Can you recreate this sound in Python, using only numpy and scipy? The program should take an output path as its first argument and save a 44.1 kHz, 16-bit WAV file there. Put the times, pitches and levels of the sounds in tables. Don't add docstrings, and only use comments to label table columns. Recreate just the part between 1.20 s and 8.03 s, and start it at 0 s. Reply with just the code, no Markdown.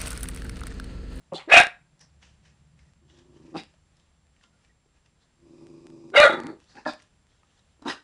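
import sys
import numpy as np
from scipy import signal
from scipy.fft import rfft, irfft
from scipy.io import wavfile

SR = 44100
rng = np.random.default_rng(int(sys.argv[2]) if len(sys.argv) > 2 else 0)


def amplitude_ratio(level_db):
    exponent = np.asarray(level_db, float) / 20
    return 10 ** exponent


def store_wav(level_fs):
    pcm = np.round(np.clip(np.atleast_2d(level_fs), -1, 1) * 32767)
    wavfile.write(sys.argv[1], SR, pcm.T.astype(np.int16))


N = 301400
CONTROL = np.arange(0, N / SR, .002)
CEILING = .72


def evened(x):
    return x / np.sqrt(np.mean(x ** 2) + 1e-20)


def read(points, hz):
    f, value = np.transpose(points)
    return np.interp(np.log(hz + 1), np.log(f + 1), value)


def add(mix, s, sound):
    part = mix[round(s * SR):][:len(sound)]
    part += sound[:len(part)]


def spread(rows):
    s, *columns = np.transpose(rows)
    t = np.arange(s[0], s[-1], 1 / SR)
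    return t, [np.interp(t, s, c) for c in columns]


def slow(values):
    return np.interp(np.arange(N) / SR, CONTROL, values)


def peak(t, s, db, rise_db_s, fall_db_s):
    return db - np.where(t < s, rise_db_s * (s - t), fall_db_s * (t - s))


def drift(count, hz):
    noise = rng.standard_normal(count + 4000)
    return evened(signal.lfilter(*signal.butter(2, hz, fs=SR), noise)[4000:])


def coloured(points):
    z = rfft(rng.standard_normal(N))
    return evened(irfft(z * amplitude_ratio(read(points, np.fft.rfftfreq(N, 1 / SR))), N))


def resonate(x, hz, width):
    turn = np.exp(2j * np.pi * np.cumsum(hz * np.ones(len(x))) / SR)
    r = np.exp(-np.pi * 1.5 * width / SR)
    return 2 * (turn * signal.lfilter([(1 - r) ** 2], [1, -2 * r, r * r], x / turn)).real


def tract(drive, modes, jaw=1, wander=0):
    out = np.zeros(len(drive))
    for k, (hz, width, db) in enumerate(modes):
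        moving_hz = hz * jaw * (1 + wander * drift(len(drive), 40))
        out += (-1) ** k * amplitude_ratio(db) * resonate(drive, moving_hz, width)
    return evened(out)


def whistle(start, end, from_hz, to_hz, db, waver=.017, throb_db=2.5):
    count = round((end - start) * SR)
    hz = np.linspace(from_hz, to_hz, count) * (1 + waver * drift(count, 200))
    tone = np.sqrt(2) * np.sin(2 * np.pi * (np.cumsum(hz) / SR + rng.random()))
    return start, tone * amplitude_ratio(db + throb_db * drift(count, 70)) * signal.windows.tukey(count, .3)


def call(t, hz, low, high, jaw, voice_db, upper_dbs, throat, clean_db=-90, burst_db=3, throb_db=7):
    low, high = np.clip(low, 0, 1), np.clip(high, 0, 1)
    turns = np.cumsum(hz * (1 + .12 * low * drift(len(t), 150))) / SR
    folds = evened(sum(np.cos(2 * np.pi * k * turns) for k in range(1, 16)))
    folds = folds * amplitude_ratio(4 * low * np.cos(np.pi * turns))
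    puffs = evened((0.69 + np.exp(-(turns % 1) / 0.35)) * rng.standard_normal(len(t)))
    low_drive = np.sqrt(1 - low) * folds + np.sqrt(low) * puffs
    high_drive = np.sqrt(1 - high) * folds + np.sqrt(high) * puffs
    out = amplitude_ratio(voice_db + throb_db * low * drift(len(t), 97)) * tract(low_drive, throat[0], jaw, wander=.03)
    out += amplitude_ratio(clean_db) * (1 - low) ** 4 * np.sqrt(2) * np.cos(2 * np.pi * turns)
    for db, modes in zip(upper_dbs, throat[1:]):
        gusts = amplitude_ratio(burst_db * drift(len(t), 80))
        out += amplitude_ratio(db) * gusts * tract(high_drive, modes, wander=.018)
    return t[0], out * signal.windows.tukey(len(t), .04)


def background():
    # frequency in Hz, level in dB per Hz.
    hiss = [(15, -31.5), (25, 0.5), (59, 3), (150, -2.5), (373, -13.5), (573, -14), (655, -14.5),
            (3260, -21.5), (6900, -26.5), (7480, -24), (8100, -30), (10000, -24.5), (12400, -52),
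            (15000, -52)]
    # time in seconds, level in dB.
    surges = [(1.0, -60.5), (1.3, -59), (1.6, -58), (2.0, -56.5), (2.6, -66), (3.1, -64)]
    # frequency in Hz, rms level in dB.
    whines = [(7418, -83)]
    t = np.arange(N) / SR
    engine = amplitude_ratio(-71.5) + sum(amplitude_ratio(peak(CONTROL, s, db, 73, 73)) for s, db in surges)
    tyres = amplitude_ratio(-78) + amplitude_ratio(peak(t, 1.6, -65, rise_db_s=5, fall_db_s=11.5))
    drone = evened(resonate(rng.standard_normal(N), 71, 12)) * slow(engine) * amplitude_ratio(-5.0)
    roll = evened(resonate(rng.standard_normal(N), 150, 42)) * tyres
    whine = sum(amplitude_ratio(db) * np.sqrt(2) * np.sin(2 * np.pi * hz * t) for hz, db in whines)
    return amplitude_ratio(-67 + 0.82 * drift(N, 1.9)) * coloured(hiss) + drone + roll + whine


def huff(row, pitch, throat):
    start, voice_s, voice_db, air_s, air_db = row
    start_hz, end_hz, air_rise_db_s = pitch
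    t = np.arange(start, air_s + .19, 1 / SR)
    age = t - start
    voice = peak(t, voice_s, voice_db, 0, 150)
    voice = voice - 300 * np.maximum(t - air_s, 0)
    voice = voice - 23 * np.maximum(1 - age / (voice_s - start), 0) ** 1.5
    rise = peak(t, air_s, air_db, air_rise_db_s, 0)
    air_fall_db_s = 310.5
    air = np.minimum(rise, peak(t, air_s + .02, air_db, 0, air_fall_db_s))
    sigh = peak(t, air_s + 0.057, air_db - 5, 170, air_fall_db_s)
    hz = np.interp(age, [0, 0.04], [start_hz, end_hz])
    rough, jaw = 0.33 + 12 * age, 0.93 + 3.5 * age
    return call(t, hz, rough, 0.9606, jaw, voice, [air, sigh], throat, burst_db=1.5, throb_db=5.5)


def huffs():
    # start in seconds, voice peak in seconds, voice in dB, air peak in seconds, air in dB.
    pushes = [
        (.117, 0.124, -39.5, .147, -40),
        (2.336, 2.359, -36, 2.37, -43.5),
        (5.54, 5.596, -47, 5.578, -54.5),
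        (5.65, 5.674, -29.5, 5.676, -39.5),
        (6.647, 6.67, -31.5, 6.684, -31.5),
        (6.617, 6.62, -48.5, 6.623, -64),
    ]
    # start pitch in Hz, end pitch in Hz, rise of the air in dB per second.
    pitches = [(189.3, 140, 2403.5), (150, 158, 749.5), (120.6, 460, 501), (144.15, 155, 800.5),
               (197.93, 270, 747.5), (127.3, 210, 751.5)]
    # frequency in Hz,
    # width in Hz, level in dB.
    early_throats = [
        ([(170.04, 120, -6), (380, 140, -12.5), (549.8, 80, 1.5), (800, 250, -8.5), (1110, 230, -11.5)], [(2750, 400, -9), (3340, 450, 0), (4200, 490, 0), (7000, 2900, -16.5)], [(950, 350, 0), (1450, 400, -8), (1950, 300, -1), (2550, 450, -0.5), (2950, 300, -4)]),
        ([(182, 32.3, 5), (279.6, 156.5, 2), (772.5, 135, -4.5), (1224, 235, -10)], [(1780, 510, 6.5), (2600, 517, 12.5), (3727, 590, 9), (4900, 576, 10), (7250, 4100, -6.5)]),
        ([(277, 202, 10), (800, 145, 8.1)], [(1700, 410, -3.5), (2600, 300, -10), (5130, 1100, -16)]),
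    ]
    late_throats = [
        ([(145, 300, -16), (255.9, 42.5, 21), (562, 111, 16), (808, 386, 11), (1361, 70, 5.5)], [(1728, 275, 5.5), (2450, 205, 3.5), (3686, 480, 2), (4700, 410, 6), (6170, 3160, -11.5)]),
        ([(139, 33, -4), (321.6, 65.6, 10.5), (900.5, 217, -2.5), (1375, 310, -7)], [(1410, 864, 2), (1946, 120, 0.5), (2600, 974, -6), (4027, 316, -1.5), (4952, 307, -3.5), (6260, 957, -13), (8020, 2860, -21.5)]),
    ]
    # start in seconds, end in seconds, start pitch in Hz, end pitch in Hz, level in dB.
    whistles = [(0.119, 0.14, 565, 544.3, -37.5), (0.139, 0.154, 450, 319.4, -38.5),
                (0.153, 0.193, 750, 800, -44.5), (0.145, 0.146, 4150, 4000, -47.5),
                (.153, .172, 4200, 4160, -45.5), (.154, .19, 3250, 3700, -46.5),
                (2.336, 2.385, 300, 292.8, -43), (2.35, 2.403, 800, 760, -46.5),
                (2.37, 2.422, 3800, 3837, -54.5), (2.375, 2.395, 4850, 4875, -47.5),
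                (2.361, 2.399, 2600, 2600, -54), (5.572, 5.584, 1700, 1684, -49.5),
                (5.576, 5.6, 860, 849.2, -51), (5.652, 5.703, 1390, 1403, -41.5),
                (5.655, 5.69, 1730, 1671, -37), (5.657, 5.705, 2465, 2500, -50),
                (5.672, 5.688, 4880, 4860, -52), (5.675, 5.712, 4020, 3563, -48.5),
                (6.661, 6.697, 920, 872.5, -36), (6.653, 6.702, 300, 266.4, -35),
                (6.673, 6.704, 3850, 3785, -43), (6.68, 6.716, 5070, 5030, -43),
                (6.689, 6.726, 1860, 1888, -46.5), (6.693, 6.734, 2930, 2875, -49),
                (6.74, 6.802, 1450, 1535, -55.5)]
    out = np.zeros(N)
    for each in zip(pushes, pitches, early_throats + late_throats + late_throats[-1:]):
        add(out, *huff(*each))
    for row in whistles:
        add(out, *whistle(*row, waver=.04, throb_db=4))
    return out


def room(x):
    # frequency in Hz, time to die by 60 dB in seconds.
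    decay = [(100, 0.2), (600, 0.24), (1600, 0.26), (4000, 0.22), (10000, 0.21)]
    taps = np.zeros(SR // 2)
    at = np.arange(150, SR // 2 - 20, 20)
    taps[at + rng.integers(0, 20, len(at))] = rng.choice([-1., 1.], len(at))
    hz, t, z = signal.stft(taps, SR, nperseg=256)
    tail = signal.istft(z * amplitude_ratio(-60 * t / read(decay, hz)[:, None]), SR, nperseg=256)[1]
    return signal.fftconvolve(x, tail / np.linalg.norm(tail))[:N]


def seam_slips(x):
    # time in seconds, peak in dB.
    seams = [(0.1334, -30), (0.3994, -1.5), (0.4364, -11.5), (0.467, -16.5), (1.7344, -47), (2.4353, -33),
             (3.0686, -51.5), (4.2017, -54), (4.4682, -39), (4.6689, -34), (4.7017, -41), (4.9015, -40),
             (5.0004, -1), (5.2026, -25.5), (5.235, -32.5), (5.2687, -23.5), (5.4028, -41.5), (5.7352, -28),
             (6.068, -48.5), (6.7353, -26.5)]
    frame_s, lag_s = 1 / 30, .0025
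    slips, step = np.zeros(N), np.exp(-np.arange(200) / (0.000083 * SR))
    for s, db in seams:
        at = round(s / frame_s) * frame_s + lag_s
        add(slips, at, -np.sign(x[round(at * SR)]) * amplitude_ratio(db + 1.5) * step)
    return slips


def bark(rows, colour, throat, whistles):
    # time in seconds, dip in dB.
    breaks = [(.331, -15.5), (.349, -12), (.357, -10.5), (.369, -7), (.385, -8), (4.962, -6),
              (4.968, -19.5), (5.0262, -14.5), (5.0287, -14.5), (5.067, -21)]
    ring_db, top_db, rush_db, pitch_db = colour
    s, db, *rest = rows[-1]
    tail_s, fall_db_s = 0.12, 428.5
    tail = (s + tail_s, db - fall_db_s * tail_s, *rest)
    t, (effort_db, hz, rough, jaw, tongue_db) = spread(rows + [tail])
    catch_db = sum(dip * np.maximum(1 - abs(t - at) / 0.0067, 0) for at, dip in breaks)
    voice_db = effort_db + ring_db * (0.49 - rough) + catch_db
    free_db = effort_db + rush_db - 115 * np.maximum(.82 - jaw, 0)
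    top = free_db + top_db + 0.9237 * tongue_db + 32.5 * np.maximum(jaw - 1, 0)
    uppers = [free_db + tongue_db, free_db - tongue_db, top]
    tones = np.zeros(len(t))
    for row in whistles:
        add(tones, row[0] - t[0], whistle(*row)[1])
    air = .45 + .55 * rough
    clean_db = effort_db + catch_db + pitch_db
    start, voice = call(t, hz, rough, air, jaw, voice_db, uppers, throat, clean_db)
    return start, voice + amplitude_ratio(effort_db) * tones


def barks():
    # time in seconds, effort in dB, pitch in Hz, roughness 0-1, jaw factor,
    # tongue in dB toward the mid throat.
    curves = [
        [(.272, -46.5, 289.7, .2, .45, 3), (.287, -38, 330.4, 0.37, 0.654, 7), (.312, -28.5, 499.5, .3, .95, 4),
         (.322, -15.5, 610.7, 0.4, 1.1, -1.5), (.34, -12, 690.2, 0.52, 1.06, -1.5),
         (.378, -12, 707.4, .6, 1.19, -2), (.395, -16, 719.5, .52, 1.17, 4), (.42, -21, 717.1, 0.8, 1.1, 2),
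         (.45, -37.5, 715.7, .95, 0.87, 7.5)],
        [(4.918, -47, 329.7, .45, 0.437, 4), (4.94, -36, 392, 0.5, 0.8, 2), (4.961, -18.5, 469.8, 0.6, 1.2, -2),
         (4.972, -15.5, 570.7, .08, 1.2, -1.5), (5.021, -16.5, 598.1, .11, 1.13, 0),
         (5.035, -17, 600, 0.21, 1.11, 4.5), (5.081, -20, 578.9, 0.57, 1, 5),
         (5.085, -28, 546.8, 0.6, .97, 4.5), (5.15, -37.5, 516.8, 0.8, .97, 8)],
    ]
    # ring of a clean voice in dB per unit roughness, top resonances in dB,
    # wide rush of air in dB, bare pitch in dB.
    colours = [(9, -14.5, -3, -3), (10, -14, -4.5, 7)]
    # frequency in Hz, width in Hz, level in dB.
    throats = [
        ([(646.8, 120, 4), (950.2, 520, -15.5)], [(1224, 200, -2), (1600, 260, 1), (1984, 430, -2.5)], [(2280, 45, -4.5), (2524, 110, 3.5), (2800, 75, -2), (3230, 540, -13.5)], [(3757, 260, 0), (4420, 460, -11), (5420, 180, -7.5), (7300, 6600, -20)]),
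        ([(600, 180, 1), (820, 200, -10.5)], [(1203.6, 130, -1.5), (1434, 130, 5), (1727, 150, -5.5)], [(2075, 170, 5.5), (2500, 48, -7.5), (2823, 340, -3)], [(3333, 300, 2), (3830, 330, 3), (4340, 370, -5.5), (8950, 7800, -16.5)]),
    ]
    # start in seconds, end in seconds,
    # start pitch in Hz, end pitch in Hz, dB over the effort.
    whistles = [
        [(.3, .34, 2210, 2185, -9), (.314, .345, 2502, 2575, 1.5), (.318, .336, 1700, 1673, -3),
         (.33, .39, 1857, 1865, -9.5), (.342, .358, 2773, 2798, -2.5), (.344, .358, 2471, 2490, 0),
         (.345, .392, 1575, 1553, -6), (.354, .41, 2340, 2304, -6.5), (.362, .383, 2520, 2514, 1),
         (.377, .412, 3690, 3765, -8), (.392, .44, 1604, 1612, -3.5), (.41, .46, 3780, 3870, -11),
         (.438, .5, 1575, 1559, 1.5), (.465, .575, 3800, 3784, -9.5), (.44, .54, 5400, 5400, -18)],
        [(4.954, 4.974, 2100, 2149, -1.5), (4.955, 4.972, 1532, 1589, -10.5), (4.956, 5.058, 3710, 3840, -10),
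         (4.959, 4.981, 4720, 4700, -16.5), (4.962, 5.003, 2820, 2886, -7.5), (4.97, 4.996, 1359, 1440, -9.5),
         (4.974, 5.006, 1978, 2038, -1.5), (4.98, 4.997, 2604, 2585, -4), (4.982, 5.105, 857, 870, -11.5),
         (4.997, 5.05, 2407, 2391, -3.5), (4.998, 5.07, 1221, 1222, -4.5), (5.003, 5.033, 1790, 1812, -3.5),
         (5.011, 5.052, 4250, 4271, -14.5), (5.029, 5.046, 1500, 1444, 5), (5.044, 5.086, 1440, 1410, 2),
         (5.03, 5.086, 2000, 1902, -2.5), (5.075, 5.2, 3740, 3882, -7), (5.09, 5.19, 3410, 3540, -8),
         (5.088, 5.16, 1340, 1333, -1), (5.09, 5.165, 2030, 2005, -5)],
    ]
    out = np.zeros(N)
    for each in zip(curves, colours, throats, whistles):
        add(out, *bark(*each))
    return out


def overload(x, top, knee):
    return x / (1 + abs(x / top) ** knee) ** (1 / knee)


def ticks():
    # time in seconds, peak in dB, ring in Hz, time to die by 60 dB in seconds.
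    smacks = [(0.793, -50.5, 5850, 0.0283), (0.81, -47, 2180, 0.014), (0.811, -42, 5819, 0.021),
              (1.027, -42.5, 1900, 0.015), (1.256, -57.5, 1780, 0.025), (1.591, -50, 2140, 0.0353),
              (1.899, -52.5, 2920, 0.041), (2.539, -48.5, 591, 0.0325), (2.733, -71, 670, 0.02),
              (2.768, -57, 5200, 0.029), (2.797, -54.5, 3136, 0.025), (3.164, -55, 2329, 0.0196),
              (3.2114, -55, 1840, 0.0197), (3.2345, -52, 3820, 0.0154), (3.238, -43.5, 1930, 0.013),
              (3.414, -62, 2300, .02), (3.447, -53.5, 2349, 0.031), (3.66, -53, 416.7, 0.043),
              (3.86, -52, 2767, 0.023), (5.418, -50.5, 1000, 0.016), (5.441, -53, 4500, 0.012),
              (5.516, -50, 1894, .02), (5.8, -47, 1943, 0.0254), (5.553, -43, 1650, .012),
              (5.566, -43.5, 1700, .012), (5.652, -37.5, 1500, 0.0125), (5.821, -46, 4050, 0.01),
              (5.826, -50, 5794, 0.01), (6.594, -48, 330, 0.033), (6.117, -61.5, 1890, 0.0181),
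              (6.232, -49.5, 1260, 0.046), (6.392, -52.5, 3806, 0.034), (6.622, -46.5, 3970, 0.0214),
              (6.622, -38, 353, 0.023), (6.638, -46, 416, 0.024)]
    t, out = np.arange(2500) / SR, np.zeros(N)
    for s, db, hz, t60 in smacks:
        snap = evened(resonate(rng.standard_normal(len(t)), hz, 1.09 * hz)) * amplitude_ratio(-60 * t / 0.0102)
        ring = np.sin(2 * np.pi * hz * t) * amplitude_ratio(-60 * t / max(t60, .003))
        add(out, s, amplitude_ratio(db) * (0.554 * ring + 1.13 * snap) * np.minimum(t / 0.00149, 1))
    return out


def sniffs():
    # peak in seconds, level in dB, centre of the whistle-like band in Hz, fade in seconds.
    puffs = [(0.813, -54, 5680, .08), (.93, -83, 2322, 0.18), (1.027, -55, 2798, 0.16),
             (1.258, -60, 2450, 0.13), (1.598, -68.5, 2190, 0.28), (1.91, -63, 3310, .2),
             (1.99, -60.5, 3271, 0.049), (2.168, -65.5, 2907, 0.0553), (2.23, -74.5, 2550, .1),
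             (2.265, -66, 2401, .1), (2.31, -71.5, 2500, .06), (2.5, -70.5, 2600, 0.23),
             (2.77, -74, 3926, .3), (2.87, -86, 2600, 0.17), (3.17, -79, 2336, 0.15),
             (3.24, -62, 3200, 0.061), (3.448, -70.5, 2500, 0.111), (3.77, -73, 2600, 0.079),
             (3.862, -70.5, 2800, .06), (4.028, -67, 3965, .07), (5.41, -66, 2800, .2),
             (5.5, -60, 4807, .3), (5.584, -63.5, 4583, 0.057), (5.8, -63, 2778, 0.14),
             (6.108, -70.5, 3494, 0.345), (6.3, -73, 3122, 0.22), (6.379, -69, 3609, 0.061),
             (6.516, -79, 3402, .1)]
    # frequency in Hz, level in dB per Hz.
    nose = [(240, -2.5), (400, -12.5), (464, -4), (1440, -6.5), (1810, -2.5), (2180, -13), (5910, -7),
            (10000, -26), (13000, -36), (22000, -120)]
    air = coloured(nose)
    level = amplitude_ratio(-91.5)
    pull = level * 2600
    for s, db, hz, fade_s in puffs:
        rise_db_s = 452.5 * max(1, amplitude_ratio(db + 63))
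        puff = amplitude_ratio(peak(CONTROL, s, db, rise_db_s, 26 / fade_s))
        level, pull = level + puff, pull + hz * puff
    air = evened(air + .5 * evened(resonate(air, slow(pull / level), 900)))
    return slow(level) * amplitude_ratio(1.2 * drift(N, 43)) * air


def growl(rows, colour, muzzle, beat_hz, uneven, depth, place0):
    # place 0-1, level in dB.
    flaps = [(0, -1), (.3, 0), (.535, -4), (.75, -12)]
    t, (chest_db, jaw) = spread(rows)
    muzzle_db = chest_db + colour[0] + colour[2] * (t - t[0])
    nose_db = chest_db + colour[1]
    turns = place0 + np.cumsum(beat_hz * (1 + 0.12 * uneven * drift(len(t), 30))) / SR
    turns = turns + .08 * uneven * drift(len(t), 50)
    jaw = jaw * (1 + .04 * depth * (turns % 1 - .4))
    size_db = (.8 + 5 * uneven) * drift(len(t), 60)
    slaps = np.zeros(len(t))
    for place, db in flaps:
        hits = np.diff(np.floor(turns - place), prepend=np.floor(place0 - place))
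        slaps += amplitude_ratio(depth * db + size_db) * hits
    gate = evened(signal.lfilter([1], [1, -np.exp(-1 / (0.011 * SR))], abs(slaps)))
    rasp = rng.standard_normal((2, len(t))) * [gate, .7 + gate]
    chest = tract(evened(slaps) + .5 * uneven * rasp[0], muzzle[0], jaw, wander=.08 * uneven)
    mouth = tract(evened(slaps) + 3.3 * rasp[0], muzzle[1], wander=.012)
    out = amplitude_ratio(chest_db) * chest + amplitude_ratio(muzzle_db) * mouth + amplitude_ratio(nose_db) * tract(rasp[1], muzzle[2])
    return t[0], out * signal.windows.tukey(len(t), .08)


def growls():
    # time in seconds, effort in dB, jaw factor.
    curves = [
        [(1.8, -67, 1), (1.9, -65, 0.972), (2.1, -57, 0.996), (2.32, -49.5, 0.957), (2.345, -35, 0.89)],
        [(4.17, -73, 0.942), (4.26, -56, 0.993), (4.34, -50, 0.965), (4.5, -48.5, 1), (4.9, -47.5, 0.97),
         (4.93, -37, 0.725)],
        [(5.082, -31, 0.908), (5.1, -28.5, 1.035), (5.165, -36, 1.011), (5.22, -36, 0.975), (5.245, -37.5, .75),
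         (5.275, -36.5, .84), (5.31, -37, 1.016), (5.345, -45.5, 1.06), (5.41, -75.5, 0.945)],
    ]
    # muzzle in dB, nose air in dB, muzzle change in dB per second.
    colours = [(-16.5, -32, -9), (-20.5, -22, -0.5), (1.5, -25, -50.5)]
    # flap cycles in Hz, unevenness, depth of grouping, starting place in the cycle.
    beats = [(26, .3, 1.5, -.26), (25.6, .12, 1, -.11), (27, .4, .25, 0)]
    # frequency in Hz, width in Hz, level in dB.
    shut = ([(146, 24, 0), (255, 26, -3), (345, 33, 2), (415, 40, -11), (515, 36, -18), (580, 36, -15),
            (730, 120, -27)], [(880, 150, 0), (1120, 150, -2)], [(2500, 250, 0), (3750, 600, -8),
            (4950, 300, 0), (5700, 600, -6), (7500, 2500, -12)])
    ajar = ([(165, 60, -9.5), (255, 60, -8), (350.9, 37, 4), (460.9, 70.4, -9), (620, 87, -13)],
            [(870, 92, 11.5), (1290, 160, 7.5), (1700, 230, -1.5), (2100, 295, -1.5)], [(3730, 520, 5.5),
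            (4430, 287, 11.5), (7090, 4400, -7)])
    out = np.zeros(N)
    for rows, colour, muzzle, beat in zip(curves, colours, [shut, shut, ajar], beats):
        add(out, *growl(rows, colour, muzzle, *beat))
    return out


def birds():
    # start in seconds, end in seconds, start pitch in Hz, end pitch in Hz, level in dB.
    chirps = [
        (3.221, 3.279, 1430, 1362, -72.5),
        (3.327, 3.363, 1410, 1402, -79),
        (3.493, 3.517, 1920, 1897, -72),
    ]
    out = np.zeros(N)
    for row in chirps:
        add(out, *whistle(*row))
    return out


def scene():
    dog = huffs() + barks() + ticks() + sniffs() + growls()
    dog = signal.sosfilt(signal.butter(3, 95, "high", fs=SR, output="sos"), dog)
    return (amplitude_ratio(-1) * dog + amplitude_ratio(-12) * room(dog) + background() + birds())[None]


def roll_off(x):
    return signal.sosfilt(signal.butter(12, 15680, fs=SR, output="sos"), x)


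def record(dry):
    x = overload(dry[0], CEILING, 14)
    x = x + seam_slips(x)
    x = signal.oaconvolve(x, signal.firwin(41, 10600, window=("kaiser", 6), fs=SR), "same")
    mix = overload(x, 1.025 * CEILING, 24)[None]
    return roll_off(mix)


dry = scene()
out = record(dry)
store_wav(out)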